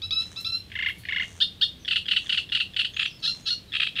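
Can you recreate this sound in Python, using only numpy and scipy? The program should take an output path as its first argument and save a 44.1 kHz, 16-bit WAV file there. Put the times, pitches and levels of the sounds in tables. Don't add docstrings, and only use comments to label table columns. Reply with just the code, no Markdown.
import sys
import numpy as np
from scipy import signal
from scipy.fft import rfft, irfft, next_fast_len
from scipy.io import wavfile
from scipy.ndimage import uniform_filter1d

SR = 44100
rng = np.random.default_rng(int(sys.argv[2]) if len(sys.argv) > 2 else 0)


def voltage_ratio(decibels):
    exponent = np.asarray(decibels, float) / 20
    return 10 ** exponent


def pcm_store(signal):
    levels = np.round(np.clip(np.atleast_2d(signal), -1, 1) * 32767)
    wavfile.write(sys.argv[1], SR, levels.astype(np.int16).T)


N = 176400


def colour(x, points):
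    hz, db = np.array(points, float).T
    n = 2 * next_fast_len(len(x) // 2 + SR // 10)
    freqs = np.arange(n // 2 + 1) * SR / n
    gain = voltage_ratio(np.interp(np.log(freqs + 1), np.log(hz), db))
    cepstrum = irfft(np.log(gain), n)
    cepstrum[1:n // 2] *= 2
    cepstrum[n // 2 + 1:] = 0
    return irfft(rfft(x, n) * np.exp(rfft(cepstrum)), n)[:len(x)]


def band(x, hz, width):
    freqs = np.arange(N // 2 + 1) * SR / N
    y = irfft(rfft(x) * np.exp(-.5 * ((freqs - hz) / width) ** 2), N)
    return y / y.std()


def walk(rate):
    k = int(SR / rate)
    y = uniform_filter1d(uniform_filter1d(rng.standard_normal(N), k), k)
    return y / y.std()


def gate(start, length, edge):
    t = np.arange(N) / SR
    return np.clip(np.minimum(t - start, start + length - t) / edge, 0, 1)


# [f/Hz, width/Hz, level/dB]
ENGINES = [
    (93, 38, -50.5),
    (178.5, 45, -60),
]


def engines():
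    t = np.arange(N) / SR
    out = np.zeros(N)
    for hz, width, db in ENGINES:
        fade_db = 4 * t * (hz < 120)
        sway_db = 1.5 * walk(22)
        out += voltage_ratio(db + sway_db - fade_db) * band(rng.standard_normal(N), hz, width / 2)
    return out


# [f/Hz, level/dB per Hz]
AIR = [(12, -30), (20, -7.5), (80, 3.5), (180, -0.5), (985, -20.5), (2330, -19), (3350, -13.5),
       (6020, -27.5), (15500, -34)]


def air():
    hiss = colour(rng.standard_normal(N), AIR)
    return voltage_ratio(-50.5) * hiss / hiss.std()


# [t/s, length/s, level/dB]
RUSTLES = [
    (.37, .05, -68),
    (0.47, 0.12, -67),
    (0.79, 0.28, -70),
    (1.568, .006, -70),
    (2.885, .02, -63),
]


def rustle():
    noise = band(rng.standard_normal(N), 10500, 4500) * voltage_ratio(9.8 * walk(110))
    return noise * sum(voltage_ratio(db) * gate(start, length, length / 3) for start, length, db in RUSTLES)


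# [t/s, length/s, from f/Hz, to f/Hz,
# level/dB]
FAR_NOTES = [(0.985, 0.1, 4370, 4340, -58), (1.79, 0.11, 6250, 5200, -60), (2.92, .13, 6270, 7330, -58),
             (3.05, 0.065, 6260, 5300, -54), (3.1, 0.082, 5080, 5240, -53), (3.676, 0.04, 3920, 3900, -51),
             (3.185, .035, 4450, 4400, -52), (3.415, .045, 6900, 6300, -58), (.95, .04, 2200, 2200, -49),
             (1.565, .035, 3700, 3900, -55)]


def far_whistler():
    t, waver = np.arange(N) / SR, 1 + .02 * walk(446)
    out = np.zeros(N)
    for start, length, hz0, hz1, db in FAR_NOTES:
        hz = np.interp(t, [start, start + length], [hz0, hz1]) * waver
        out += voltage_ratio(db) * gate(start, length, 0.0084) * np.sin(np.cumsum(2 * np.pi * hz / SR))
    return out * voltage_ratio(0.9 * walk(90))


# [t/s, length/s, level/dB]
BUZZES = [(0.2062, 0.215, -53), (1.2062, .2, -51), (2.2075, .21, -53), (3.202, .215, -53)]


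def buzzer():
    rate_hz, stroke_s = 82.2, .0038
    base_hz, drop_hz, drop_s = 5200, 5600, .0012
    back_s, back_db = .0068, -10
    t, out = np.arange(N) / SR, np.zeros(N)
    uneven, knock = voltage_ratio(2.9 * walk(90)), band(rng.standard_normal(N), 1500, 1600)
    for start, length, db in BUZZES:
        s = (t - start) % (1 / rate_hz)
        turns = base_hz * s - drop_hz * drop_s * np.exp(-s / drop_s)
        swell = np.sin(np.pi * np.clip(s / stroke_s, 0, 1)) ** .5
        stroke = swell * (np.sin(2 * np.pi * turns) + 0.75 * knock)
        tones = sum(np.sin(2 * np.pi * hz * s) for hz in (6500, 8600))
        back = np.exp(-((s - back_s) / 0.001) ** 2) * tones
        out += voltage_ratio(db + 2.5) * gate(start, length, 0.0017) * (stroke + voltage_ratio(back_db) * back)
    return out * uneven


# [f/Hz, level/dB]
STEMS = [(1200, -13.5), (2600, -0.5), (10000, 11)]


def reeds(x):
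    near_t60_s, far_t60_s, far_db, gap_s = 0.14, 0.38, -13, 0.0023
    t = np.arange(SR // 2) / SR
    fall = voltage_ratio(-60 * t / near_t60_s) + voltage_ratio(far_db - 60 * t / far_t60_s)
    scatter = rng.standard_normal(len(t)) * rng.exponential(1, len(t)) ** 1.75
    echo = scatter * fall * np.clip(t / gap_s, 0, 1) ** 2
    echo /= np.sqrt(np.sum(echo ** 2))
    return x + voltage_ratio(-7) * signal.fftconvolve(colour(x, STEMS), echo)[:N]


# [f/Hz, level/dB]
AIR_LOSS = [(16000, -69)]


def sing(sides, rows, throat, sharp, couple, rough, breath, gain_db, upper=0.99):
    flow, jitter, noise = np.zeros(N), 1 + rough * walk(340), rng.standard_normal(N)
    luck = rng.standard_normal((len(rows), 4))
    sharps = np.clip([sharp, sharp * upper], .1, .97)
    for row, chance in zip(rows, luck):
        start, db, stretch, ratio = (tuple(row) + (1, 1))[:4]
        i = int(start * SR)
        t = np.arange(min(int(0.21 * stretch * SR), N - i)) / SR
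        span = slice(i, i + len(t))
        puffs = []
        for side, (turn, off), r in zip(sides, chance.reshape(2, 2), sharps):
            s, hz, opening = np.array(side, float).T
            s = np.where(s > .012, .012 + (s - .012) * stretch, s)
            f = np.interp(t, s, hz) * ratio * (1 + rough / 2 * off) * jitter[span]
            phase = np.cumsum(2 * np.pi * f / SR) + 9 * turn
            puff = np.sqrt(1 - r * r) / (1 - r * np.cos(phase)) - 1
            valve = np.interp(t, s, np.clip(opening, 0, 2), left=0, right=0)
            puffs.append(valve * (puff + breath * noise[span]))
        mixed = couple * (len(puffs) - 1) * puffs[0] * np.tanh(2 * puffs[-1])
        flow[span] += voltage_ratio(db + gain_db) * (sum(puffs) + mixed)
    return colour(flow, throat + AIR_LOSS)


# [f/Hz, level/dB]
OPEN = [(900, -36.5), (1600, -25.5), (2200, -8.5), (2700, 1.5), (3900, -3.5), (4500, -8), (6000, -29.5),
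        (9000, -27.5), (14000, -52)]
# [t/s, f/Hz, opening 0-1]
TICK = ([(0, 1760, 0), (.001, 1740, 0.83), (.003, 1700, .8), (.0045, 1660, 0.077)],)
# [t/s, peak level/dB]
TICKS = [(0.219, -32), (0.554, -42), (1.848, -21.5), (2.056, -20), (2.261, -21.5), (2.49, -24),
         (2.735, -25), (2.936, -26), (3.72, -19), (3.955, -20)]


def ticks():
    pairs = [(s, db - 2.5) for s, db in TICKS] + [(s + .007, db) for s, db in TICKS]
    return sing(TICK, pairs, OPEN, sharp=0.8, couple=0, rough=0.02, breath=0.3, gain_db=1.5)


# [f/Hz, level/dB]
WIDE = [(900, -47), (1400, -25), (2300, -23.5), (3000, -5.5), (4000, 3), (5300, -10.5), (7500, -35.5),
        (10500, -23.5), (13000, -26)]
# [t/s, f/Hz, opening 0-1]
WHISTLE = ([(0, 1170, 0.4), (.001, 1115, 1.76), (.004, 1207, 1.7), (.008, 1299, 1), (.105, 1328, 0.99),
           (.12, 1352, 0.33), (.127, 1360, 0.4)],)
# [t/s, level/dB, stretch in time, pitch ratio]
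WHISTLES = [
    (0.018, -31.5, 0.24, .99),
    (0.107, -25.5, 1.023, .995),
    (0.36, -29.5, 0.36, 1.015),
    (0.446, -24.5, 1.03, 1.02),
]
# [t/s, effort level/dB]
EFFORT = [(0.017, -4), (0.037, 3), (.108, -0.5), (.122, -1), (.134, 5), (.146, -3), (.176, 2), (.225, 0.5),
          (0.361, -11.5), (0.376, 3), (.41, -4), (.448, -4), (0.477, 5), (.49, -4), (0.503, 0),
          (.512, -11.5), (.525, -1.5), (.535, -6), (0.557, -0.5)]


def whistles():
    effort = np.interp(np.arange(N) / SR, *np.array(EFFORT).T)
    tone = sing(WHISTLE, WHISTLES, WIDE, sharp=0.93, couple=0, rough=0.0046, breath=0.14, gain_db=2.5)
    return tone * voltage_ratio(effort + 0.46 * walk(150))


# [f/Hz, level/dB]
SHUT = [(800, -49), (1100, -29.5), (1400, -19), (2100, 3.5), (2500, 1.5), (2900, 3.5), (3600, -8.5),
        (5000, -20.5)]
# [t/s, f/Hz, opening 0-1]
CHURR = [
    [(0, 1085, 0), (.003, 1012, 0.42), (.015, 1085, 0.64), (.018, 1078, 0), (.021, 1460, 0), (.024, 1440, 0.54), (.032, 1437, 0)],
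    [(0, 1955, 0.36), (.0015, 1824, 0.78), (.006, 1700, .4), (.009, 1530, 0.26)],
]
# [t/s, peak level/dB, stretch in time, pitch ratio]
CHURRS = [(0.753, -22.5, 0.85, 0.98), (0.7888, -19.5, 0.9, 0.99), (0.8237, -18, 1.05, 1),
          (0.8602, -16.5, 1.19, 0.98), (1.0862, -20.5, 1.07, 1.03), (1.1225, -18.5, 1.08, 1.0),
          (1.1605, -16.5, 0.96, .98), (1.197, -17.5, 1.19, 0.99)]
# [t/s, peak level/dB]
CHURR_ENDS = [
    (.895, -22),
    (1.234, -29.5),
]
# [t/s, peak level/dB]
LEAD_INS = [(0.7, -41), (.717, -27.5), (0.725, -35), (0.74, -36), (1.035, -37), (1.052, -25.5),
            (1.073, -36), (0.887, -29), (1.231, -24)]


def churrs():
    roll = dict(sharp=.75, couple=0.6, rough=0.018, breath=0.3, gain_db=4.5)
    half = (CHURR[0][:4], CHURR[1])
    return (sing(CHURR, CHURRS, SHUT, **roll) + sing(half, CHURR_ENDS, SHUT, **roll)
            + sing(CHURR[1:], LEAD_INS, SHUT, sharp=0.62, couple=0, rough=0.054, breath=0.83, gain_db=4))


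# [f/Hz, level/dB]
GAPE = [(900, -37), (1700, -26.5), (2300, -23), (3000, -2.5), (3700, 4.5), (4600, -1), (6200, -30.5),
        (10500, -32.5)]
# [t/s, f/Hz, opening 0-1]
CHIP = [
    [(0, 1556, 0), (.004, 1525, 0.7), (.009, 1515, 0.3), (.016, 1491, 0.14), (.024, 1428, 0.5), (.043, 1422, 0.19), (.05, 1400, 0)],
    [(0, 1295, 0), (.003, 1292, 0.48), (.011, 1604, 1.5), (.021, 1855, 1.2), (.030, 1810, 0.7), (.037, 1662, 0.14)],
]
# [t/s, peak level/dB]
CHIPS = [
    (1.402, -14),
    (1.61, -14),
]


def chips():
    return sing(CHIP, CHIPS, GAPE, sharp=0.76, couple=0.51, rough=0.0059, breath=0.19, gain_db=4.5, upper=0.88)


# [t/s, f/Hz, opening 0-1]
CHEK = [
    [(0, 1496, 0.56), (.0025, 1494, 0.96), (.011, 1384, 0.82), (.017, 1324, 0.25), (.024, 1180, 0)],
    [(0, 2118, 0), (.003, 1926, 0.86), (.008, 1640, 1), (.013, 1500, .5), (.018, 1350, 0.84)],
]
# [t/s, peak level/dB, stretch of the tail]
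CHEKS = [(1.8783, -16, 0.16), (1.9082, -13.5, 1), (1.9576, -12.5, 1.24), (2.082, -16.5, 0.28),
         (2.1109, -12, 0.7), (2.162, -12.5, 1.5), (2.2932, -14.5, 0.62), (2.3223, -13.5, 0.96),
         (2.373, -13, 1.2), (2.5197, -16, 1.2), (2.548, -13, 1.1), (2.6002, -13.5, 1.18),
         (2.7631, -16, 0.3), (2.7908, -12.5, 1.1), (2.846, -17, 0.21)]


def cheks():
    return sing(CHEK, CHEKS, OPEN, sharp=0.75, couple=0.5, rough=0.012, breath=0.2, gain_db=2.5, upper=.9)


# [f/Hz, level/dB]
HARSH = [(900, -45), (1500, -22.5), (2300, -23), (3200, -0.5), (4300, 4), (5500, -9.5), (7500, -29.5),
         (11000, -29.5)]
# [t/s, f/Hz, opening 0-1]
SCOLD = [
    [(0, 1330, 0), (.01, 1320, .3), (.034, 1300, 1), (.041, 1280, 0), (.053, 1470, 0), (.056, 1420, .85), (.088, 1390, .6), (.1, 1385, 0)],
    [(.003, 1650, 0), (.012, 1640, .3), (.033, 1590, .6), (.042, 1760, 1.8), (.0455, 1850, .4), (.054, 2100, .3), (.062, 2000, 0)],
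]
# [t/s, peak level/dB, stretch in time, pitch ratio]
SCOLDS = [
    (3.221, -16.5, 1.0, .995),
    (3.452, -16, 0.95, 1.02),
]


def scolds():
    grate = sing(SCOLD, SCOLDS, HARSH, sharp=0.88, couple=0.9, rough=0.012, breath=0.4, gain_db=-1, upper=.78)
    return grate * voltage_ratio(2.0 * walk(175))


# [t/s, f/Hz, opening 0-1]
RATTLE = [
    [(0, 1299, 0.061), (.003, 1380, 0.6), (.007, 1270, .7), (.011, 1070, 0.0053)],
    [(0, 1942, 0.5), (.003, 1820, 0.29), (.006, 1650, .7), (.009, 1545, 0.6)],
]
# [t/s, peak level/dB]
RATTLES = [(2.965, -17), (2.993, -10.5), (3.003, -18), (3.014, -15), (3.025, -13.5), (3.054, -14.5),
           (3.73, -40), (3.735, -17.5), (3.749, -13), (3.762, -14.5), (3.799, -10), (3.816, -13.5),
           (3.828, -10), (3.839, -21), (3.867, -15.5), (3.961, -22.5), (3.969, -20), (3.984, -15),
           (3.996, -10)]


def rattles():
    after_s, after_db = 0.02, -3.5
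    stutters = [(s + after_s, db + after_db) for s, db, _ in CHEKS[1::3]]
    return sing(RATTLE, RATTLES + stutters, OPEN,
                sharp=0.56, couple=0.55, rough=0.016, breath=0.093, gain_db=10.0)


def warbler():
    return whistles() + churrs() + chips() + cheks() + scolds() + rattles() + ticks()


def scene():
    buzz, wet = buzzer(), .4
    ringing = reeds(warbler() + far_whistler() + rustle() + wet * buzz)
    return (ringing + (1 - wet) * buzz + air() + engines())[None]


def band_limit(x):
    return signal.sosfilt(signal.butter(12, 15660, fs=SR, output="sos"), x)


def record(dry):
    top_cut = signal.ellip(8, .2, 70, 15500, fs=SR, output="sos")
    mix = signal.sosfilt(top_cut, dry)
    return band_limit(mix)


dry = scene()
out = record(dry)
pcm_store(out)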